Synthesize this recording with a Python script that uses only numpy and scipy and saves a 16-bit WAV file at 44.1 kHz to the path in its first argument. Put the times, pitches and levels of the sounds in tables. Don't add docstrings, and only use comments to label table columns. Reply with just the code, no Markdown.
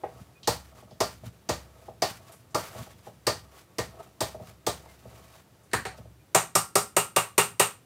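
import sys
import numpy as np
from scipy import signal
from scipy.io import wavfile

SR = 44100
rng = np.random.default_rng(int(sys.argv[2]) if len(sys.argv) > 2 else 0)


def wav_record(signal):
    frames = np.transpose(np.atleast_2d(signal))
    bounded = np.clip(frames, -1, 1)
    quanta = np.round(bounded * 32767).astype(np.int16)
    wavfile.write(sys.argv[1], SR, quanta)


N = 346185
TIME = np.arange(N) / SR
EDGES = 40 * 2 ** np.arange(0, 9, 1 / 3)
CENTRES = np.sqrt(EDGES[1:] * EDGES[:-1])


def from_db(db):
    return 10 ** (np.asarray(db) / 20)


def rms_one(x):
    return x / np.sqrt(np.mean(x ** 2) + 1e-20)


def at_hz(points, hz):
    points = np.array(points)
    return np.interp(np.log(hz), np.log(points[:, 0]), points[:, 1])


def butter(x, hz, kind, order=2):
    sos = signal.butter(order, hz, kind, fs=SR, output="sos")
    return signal.sosfilt(sos, x + 1e-18)


def coloured(x, spectrum):
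    out = 0
    for k, hz in enumerate(CENTRES):
        band = butter(x, EDGES[k:k + 2], "band", order=1)
        out = out + from_db(at_hz(spectrum, hz)) * band
    return out


def drift(rate_hz):
    r = np.exp(-2 * np.pi * rate_hz * 40 / SR)
    settle = 2000
    noise = rng.standard_normal(N // 40 + 2 + settle)
    slow = signal.lfilter([1], [1, -2 * r, r * r], noise)[settle:]
    return np.interp(np.arange(N) / 40, np.arange(len(slow)), rms_one(slow))


def ring(force, modes, column=2):
    out = 0
    for k, mode in enumerate(modes):
        hz, t60_s = mode[:2]
        r = from_db(-60 / (t60_s * SR))
        w = 2 * np.pi * hz / SR
        resonance = signal.lfilter([0, np.sin(w)], [1, -2 * r * np.cos(w), r * r], force + 1e-18)
        out = out + (-1) ** k * from_db(mode[column]) * resonance
    return out


def pushes(rows, axis, lag_s):
    out = np.zeros(N)
    rows = np.array(rows)
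    at = np.round((rows[:, 0] + lag_s) * SR).astype(int)
    out[at] = from_db(rows[:, axis])
    return out


SPLINTER = 0.28


def contacts(rows, axis, rise_s, fall_s):
    t = np.arange(int(.05 * SR)) / SR
    shape = (1 - np.exp(-t / rise_s)) ** 2 * np.exp(-t / fall_s)
    out = np.zeros(N + len(t))
    for row in rows:
        noise = rng.standard_normal(len(t))
        rattle = shape * noise * np.abs(noise) ** SPLINTER
        at = round((row[0] - rise_s) * SR)
        out[at:at + len(t)] += from_db(row[axis]) * rattle / np.sqrt(np.sum(rattle ** 2))
    return out[:N]


def grains(per_s, spread_db):
    sizes = from_db(spread_db * np.minimum(rng.exponential(1, N), 5))
    signs = rng.choice([-1, 1], N)
    return sizes * signs * (rng.random(N) < per_s / SR)


# (frequency [Hz], relative level per Hz [dB])
AIR = [(24, -36), (40, 11), (115, 12.5), (204, -19.5), (256, 3.5), (646, -17), (1020, -15), (2210, -18.5),
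       (14800, -21.5), (16000, -36)]
AIR_DB = -58


def still_air():
    return from_db(AIR_DB) * rms_one(coloured(rng.standard_normal(N), AIR))


# (frequency [Hz], decay time t60 [s])
KITCHEN = [(100, 0.78), (300, 0.18), (800, 0.23), (2000, 0.24), (5000, 0.24), (12000, 0.24)]
MOVED = 0.32


def kitchen(x):
    t = np.arange(int(.6 * SR)) / SR
    blow_starts = sorted(round((row[0] - .01) * SR) for row in KNOCKS + RAPS + FALLS[:1])
    starts = [0, *blow_starts, N]
    white = rng.standard_normal((len(starts), 2, len(t)))
    white = np.sqrt(1 - MOVED) * white[0] + np.sqrt(MOVED) * white[1:]
    echo = 0
    for k, hz in enumerate(CENTRES):
        band = butter(white[:, k % 2], EDGES[k:k + 2], "band")
        echo = echo + band * from_db(-60 * t / at_hz(KITCHEN, hz))
    echo = echo * (1 - np.exp(-t / 0.0023))
    out = np.zeros(N + len(t))
    for start, end, answer in zip(starts, starts[1:], echo):
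        answer = answer / np.sqrt(np.sum(answer ** 2))
        out[start:end + len(t) - 1] += signal.fftconvolve(x[start:end], answer)
    return out[:N]


# (time [s], frequency [Hz], level [dB])
SQUEAKS = [(.372, 2480, -59), (4.9, 2110, -58), (6.21, 2420, -69)]


def squeaks():
    out = np.zeros(N)
    for s, hz, db in SQUEAKS:
        envelope = np.exp(-((TIME - s) / 0.018) ** 4)
        out += from_db(db) * envelope * np.sin(2 * np.pi * hz * TIME)
    return out


# (frequency [Hz], decay time t60 [s],
# relative level with the pot standing [dB], relative level with it tilted [dB])
WORKTOP_MODES = [(66.5, 1, -3, -37), (86.3, 0.24, -2.5, -26.5), (116.9, 0.19, 3, 3.5),
                 (167.4, 0.2, -6.5, 5), (196.4, 0.075, 0, 1.5), (252, 0.13, -9.5, -5)]
STANDING, TILTED = 2, 3


def thumps(rows, pose, level_db):
    push = butter(pushes(rows, axis=2, lag_s=0.00734), 600, "low")
    return from_db(level_db) * ring(push, WORKTOP_MODES, pose)


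# (release time [s], swell time [s],
# hiss level [dB], pot rubbing level [dB], worktop rumble level [dB])
PULLS = [(0.22, 0.19, -59.5, -57.5, -49), (0.80, 0.038, -56, -54, -57), (1.27, 0.027, -54.5, -76, -45),
         (1.86, 0.12, -60.5, -58, -61), (2.328, 0.075, -53.5, -54, -70), (3.09, 0.12, -59, -78, -66),
         (3.589, 0.055, -55.5, -56, -57), (4.04, 0.054, -55.5, -46.5, -57),
         (4.475, 0.031, -50.5, -52.5, -46), (4.91, 0.045, -54, -54, -66), (5.98, 0.015, -56.5, -55.5, -63)]
SWELL_DB = 8.5
HISS_FALL_S, RUB_FALL_S, RUMBLE_FALL_S = 0.036, 0.048, 0.046
RUB_LEAD_S, RUMBLE_LEAD_S = 0.037, 0.004
# (start time [s], length [s],
# hiss level [dB], pot rubbing level [dB], worktop rumble level [dB], fade over the length [dB])
DRAGS = [(2.615, 0.32, -47, -49, -64, 10.5), (2.759, .07, -53.5, -49, -39, 0),
         (4.98, 0.435, -62, -62, -59, -1.5)]
DRAG_EDGE_S = 0.027
# (hiss, rubbing, rumble), relative to the knock's pot level [dB]
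SQUEEZE_DB = (-20.5, -22, -31)
# (hiss, rubbing, rumble), decay time t60 [s]
SQUEEZE_T60_S = (0.41, 0.14, 0.65)
# (hiss, rubbing, rumble), level [dB]
PRESSURE_DB = (-73.5, -69.5, -58)
LIFTED_S, LIFT_T60_S = 6.05, 0.28


def effort(axis, lead_s, fall_s):
    lifted_s = np.maximum(TIME - LIFTED_S, 0)
    power = from_db(PRESSURE_DB[axis] - 60 * lifted_s / LIFT_T60_S) ** 2
    for s, body_db, *_ in KNOCKS:
        squeeze_db = body_db + SQUEEZE_DB[axis] - 60 * np.abs(TIME - s) / SQUEEZE_T60_S[axis]
        power += (TIME > s) * from_db(squeeze_db) ** 2
    for s, swell_s, *db in PULLS:
        late = TIME - s + lead_s
        power += from_db(db[axis] - SWELL_DB * np.maximum(-late / swell_s, late / fall_s)) ** 2
    for s, length_s, *db in DRAGS:
        to_edge_s = np.minimum(TIME - s, s + length_s - TIME)
        inside = np.clip(to_edge_s / DRAG_EDGE_S + .5, 0, 1)
        fade_db = db[-1] * np.clip((TIME - s) / length_s, 0, 1)
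        power += inside * from_db(db[axis] - fade_db) ** 2
    return np.sqrt(power)


# (frequency [Hz], relative level per Hz [dB])
HISS = [(710, -2.5), (1200, 12), (1470, 7.5), (2860, 2.5), (8260, -2.5), (10300, -7), (14500, -5),
        (16000, -17)]


def stirring():
    rumble = rms_one(ring(grains(per_s=130, spread_db=5.0), WORKTOP_MODES, STANDING))
    slips = grains(per_s=250, spread_db=2.5)
    pot_ring = ring(butter(slips, 1270, "low"), POT_MODES, BOARD)
    scrape = butter(slips, [250, 2500], "band", order=1)
    rub = rms_one(pot_ring + from_db(20.5) * scrape)
    wet_grains = grains(per_s=6000, spread_db=0.5)
    pops = grains(per_s=60, spread_db=-1.0)
    hiss = rms_one(coloured(wet_grains + from_db(10.5) * pops, HISS))
    hiss = hiss * from_db(2.43 * drift(21))
    rub = rub * from_db(1.45 * drift(36))
    return (effort(axis=0, lead_s=0, fall_s=HISS_FALL_S) * hiss
            + effort(axis=1, lead_s=RUB_LEAD_S, fall_s=RUB_FALL_S) * rub
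            + effort(axis=2, lead_s=RUMBLE_LEAD_S, fall_s=RUMBLE_FALL_S) * rumble)


# (time [s], level before the band filter [dB], frequency [Hz])
TICKS = [(0.035, -11, 1810), (0.431, -11, 4050), (0.908, -24.5, 3960), (2.321, -22.5, 9100),
         (2.506, -33, 6300), (2.777, -34, 5200), (2.824, -36, 4200), (2.93, -30, 3600), (5.635, -34, 7940),
         (5.853, -12, 4270), (5.978, -43, 4000)]
TICK_WIDTH = 1.33


def ticks():
    out = 0
    for row in TICKS:
        rattle = contacts([row], axis=1, rise_s=0.00117, fall_s=0.0074)
        out = out + butter(rattle, [row[2] / TICK_WIDTH, row[2] * TICK_WIDTH], "band")
    return out


# (time [s], relative pot body level [dB],
# relative worktop thump level [dB], thud frequency [Hz])
BUMPS = [(0.035, -18.5, -46, 752), (0.825, -40.5, -52, 670), (0.911, -38.5, -44, 655),
         (1.234, -39, -50, 585), (1.882, -29, -45, 770), (2.749, -32.5, -60, 665), (2.806, -51, -42.5, 600),
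         (2.869, -39, -69, 740), (3.068, -30.5, -43, 740), (3.941, -42, -54, 654), (4.345, -30, -43, 620),
         (4.397, -33, -39, 640), (4.503, -45, -60, 660), (4.858, -41.5, -55, 900), (5.054, -37.5, -41, 533),
         (5.984, -40.5, -38.5, 540), (6.054, -45, -67, 546)]
THUD_WIDTH = 1.13


def bumps():
    push = butter(pushes(BUMPS, axis=1, lag_s=0.000081), 810, "low", order=4)
    thud = 0
    for row in BUMPS:
        click = pushes([row], axis=1, lag_s=0.0014)
        thud = thud + butter(click, [row[3] / THUD_WIDTH, row[3] * THUD_WIDTH], "band")
    pot_ring = from_db(-10.5) * ring(push, POT_MODES, BOARD)
    return pot_ring + from_db(34.5) * thud + thumps(BUMPS, STANDING, level_db=-3.5)


def favour(force, rows, axis, boost_db, width):
    out = force.copy()
    for row in rows:
        near = slice(round((row[0] - .005) * SR), round((row[0] + .015) * SR))
        band_hz = [row[axis] / width, row[axis] * width]
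        out[..., near] += from_db(boost_db) * butter(force[..., near], band_hz, "band", order=1)
    return out


DEEP_HZ, UPPER_HZ = 503, 917


def weigh(force, rows):
    rows = np.array(rows)
    current = np.searchsorted(rows[1:, 0] - .005, TIME)
    deep, upper = from_db(rows[current, 7:9].T)
    low = butter(force * deep, DEEP_HZ, "low")
    middle = butter(force, [DEEP_HZ, UPPER_HZ], "band")
    high = butter(force * upper, UPPER_HZ, "high")
    return low - middle + high


# (frequency [Hz], decay time t60 [s], relative level struck on the bottom [dB],
# relative level struck on the rim [dB], relative level bumped on the board [dB])
POT_MODES = [(329, 0.048, 1, -11.5, -5), (409, 0.069, -1.5, -1, -2.5), (485.4, 0.11, -4.5, -11, -3),
             (562, 0.047, -6.5, -2.5, -1.5), (596, 0.14, -6.5, -42, -8), (649.3, 0.065, -0.5, -8, 4.5),
             (756, 0.067, -6.5, 0.5, 2), (775.4, 0.065, -3.5, 1, -0.5), (883, 0.076, -4.5, -4.5, -2),
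             (953.5, 0.1, -4.5, -2, -8.5), (1062, 0.15, -4.5, -10, -11), (1126.4, 0.14, -8, -3.5, -3.5),
             (1195, 0.15, -3, -2, -14), (1275, 0.1, -7.5, 4, -0.5), (1378, 0.25, -13.5, -10, -26)]
BOTTOM, RIM, BOARD = 2, 3, 4
# (frequency [Hz], decay time t60 [s],
# relative level knocked [dB], relative level rapped [dB], relative level fallen [dB])
MASHER_MODES = [(1740, 0.0108, -12, -26.5, -2), (1867, 0.042, -13.5, -10.5, -7),
                (2270, 0.0053, -19, 0.5, -15), (2803, 0.03, -28, -11.5, -35), (2875, 0.036, -28, -16, -30),
                (4070, 0.0043, -12, -9.5, 1), (4230, 0.018, -15, -25, -3.5), (4580, 0.0036, -0.5, -4, 0.5),
                (8190, 0.022, -13, -5.5, -8), (8644, 0.02, -14, -1, -3.5)]
KNOCKED, RAPPED, FALLEN = 2, 3, 4


def blows(rows, spot, way, crack, rise_s, fall_s, body_db, metal_db, crack_db, boost_db):
    def at_spot(force):
        return favour(weigh(force, rows), rows, axis=5, boost_db=boost_db, width=1.07)

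    rattle = [contacts(rows, axis=k, rise_s=rise_s, fall_s=fall_s) for k in (1, 3, 4)]
    click = [pushes(rows, axis=k, lag_s=.001) for k in (1, 3, 4)]
    low, clank, treble = np.transpose([rattle, click], (1, 0, 2))

    uneven = pushes(rows, axis=1, lag_s=0.002014) + from_db(-5.0) * low[0]
    body = from_db(body_db) * ring(at_spot(butter(uneven, 1190, "low")), POT_MODES, spot)

    bright = butter(clank, [1500, 5000], "band", order=1) + butter(treble, 6000, "high", order=1)
    bright = favour(bright, rows, axis=6, boost_db=0.5, width=1.1)
    metal = from_db(metal_db) * ring(bright[1] + from_db(-10.5) * bright[0], MASHER_MODES, way)

    dull = from_db(-12.0) * at_spot(butter(low, 1300, "low", order=1))
    broad_rattle, broad_click = from_db(crack_db) * coloured(dull + bright, crack)
    return np.array([body, metal, broad_rattle, broad_click])


# (time [s], relative pot body level [dB],
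# relative worktop thump level [dB], relative clank level [dB], relative treble level [dB],
# favoured body pitch [Hz], favoured clank pitch [Hz],
# deep pot modes over the middle ones [dB], upper pot modes over the middle ones [dB])
FALLS = [(5.714, -55, -65, -49.5, -72, 1900, 4500, 3, 0.5),
         (5.733, -12, -33.5, -23, -25, 1080, 1680, 9.5, 0.5),
         (5.852, -23, -43.5, -33, -41, 734, 2220, 6, 2.3)]
# (frequency [Hz], relative level [dB])
FALL_CRACK = [(250, -5.5), (450, 5), (1000, -3), (1600, 18), (2300, -24), (3000, -18), (4200, -16),
              (6000, -3.5), (8500, 11.5), (11000, -41), (16500, 7)]


def falls():
    return blows(FALLS, RIM, FALLEN, FALL_CRACK, rise_s=0.001082, fall_s=0.0072,
                 body_db=-18.5, metal_db=2.0, crack_db=20, boost_db=7.5)


# (time [s], relative pot body level [dB],
# relative worktop thump level [dB], relative clank level [dB], relative treble level [dB],
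# favoured body pitch [Hz], favoured clank pitch [Hz],
# deep pot modes over the middle ones [dB], upper pot modes over the middle ones [dB])
RAPS = [(6.348, -8.5, -31, -14, -12.5, 666, 6600, 5.5, -1.4),
        (6.553, -10.5, -34, -26, -11.5, 1270, 5300, 1, -0.33),
        (6.755, -11.5, -34.5, -26, -11.5, 1270, 5170, 4.5, 0.5),
        (6.966, -11.5, -36, -24.5, -11.5, 393, 2700, 3.5, 1.4),
        (7.163, -10, -35, -19, -12.5, 390, 2740, 3, 0.5),
        (7.38, -11, -33.5, -17, -9.5, 400, 2770, 4.5, 0.72),
        (7.597, -10, -34.5, -16.5, -10, 405, 2830, 1, -0.58)]
# (frequency [Hz], relative level [dB])
RAP_CRACK = [(250, -41), (450, 1), (1200, 14.5), (1700, -28.5), (2700, -14), (3300, -0.5), (5000, -10),
             (7000, 7), (8500, -15), (10000, -11), (14500, -27), (16500, -18)]


def raps():
    return blows(RAPS, RIM, RAPPED, RAP_CRACK, rise_s=0.001802, fall_s=0.0047,
                 body_db=-10.5, metal_db=-1.0, crack_db=19.5, boost_db=-5.5)


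# (time [s], relative pot body level [dB],
# relative worktop thump level [dB], relative clank level [dB], relative treble level [dB],
# favoured body pitch [Hz], favoured clank pitch [Hz],
# deep pot modes over the middle ones [dB], upper pot modes over the middle ones [dB])
KNOCKS = [(0.474, -14.5, -30, -30.5, -22, 860, 4150, 2, 0.5),
          (1.004, -16.5, -35.5, -30, -26.5, 672, 5030, 4.5, 4),
          (1.49, -18.5, -30.5, -28.5, -32, 590, 6700, 2.5, 2),
          (2.021, -13.5, -39, -27.5, -27.5, 760, 4930, -2, -3.5),
          (2.546, -18, -47, -46, -29, 1260, 4540, 5, 7), (3.268, -18, -34, -25, -24, 1040, 4730, 6, 4.5),
          (3.784, -24.5, -33, -32.5, -30.5, 394, 2020, 6, 6),
          (4.206, -16.5, -34, -33.5, -26, 656, 3560, -1.5, -1.5),
          (4.666, -18.5, -34.5, -34.5, -24.5, 690, 3500, 2.5, 1)]
# (frequency [Hz], relative level [dB])
KNOCK_CRACK = [(250, 8.5), (650, 19.5), (1200, -9), (1600, 7), (2200, -2), (3300, -1.5), (4600, 7.5),
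               (6500, 5), (8300, -22), (9800, -35), (14500, -4.5), (16500, -18)]


def knocks():
    return blows(KNOCKS, BOTTOM, KNOCKED, KNOCK_CRACK, rise_s=.0015, fall_s=0.0071,
                 body_db=-10, metal_db=8.5, crack_db=19.5, boost_db=-2.0)


def scene():
    body, metal, rattle, click = knocks() + raps() + falls()
    body = body + bumps()
    metal = metal + ticks()
    booms = thumps(KNOCKS + FALLS, STANDING, level_db=0.0) + thumps(RAPS, TILTED, level_db=-2.0)
    ring_echoes = kitchen(from_db(-7.5) * body + from_db(1.0) * metal)
    crack_echoes = kitchen(from_db(0.17) * click)
    direct = body + metal + rattle + booms
    return (direct + ring_echoes + crack_echoes + stirring() + squeaks() + still_air())[None]


CUTOFF_HZ = 16800


def record(dry):
    x = butter(dry, 92.0, "high", order=3)
    top_cut = signal.cheby2(12, 70, CUTOFF_HZ, fs=SR, output="sos")
    return signal.sosfilt(top_cut, x)


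dry = scene()
out = record(dry)
wav_record(out)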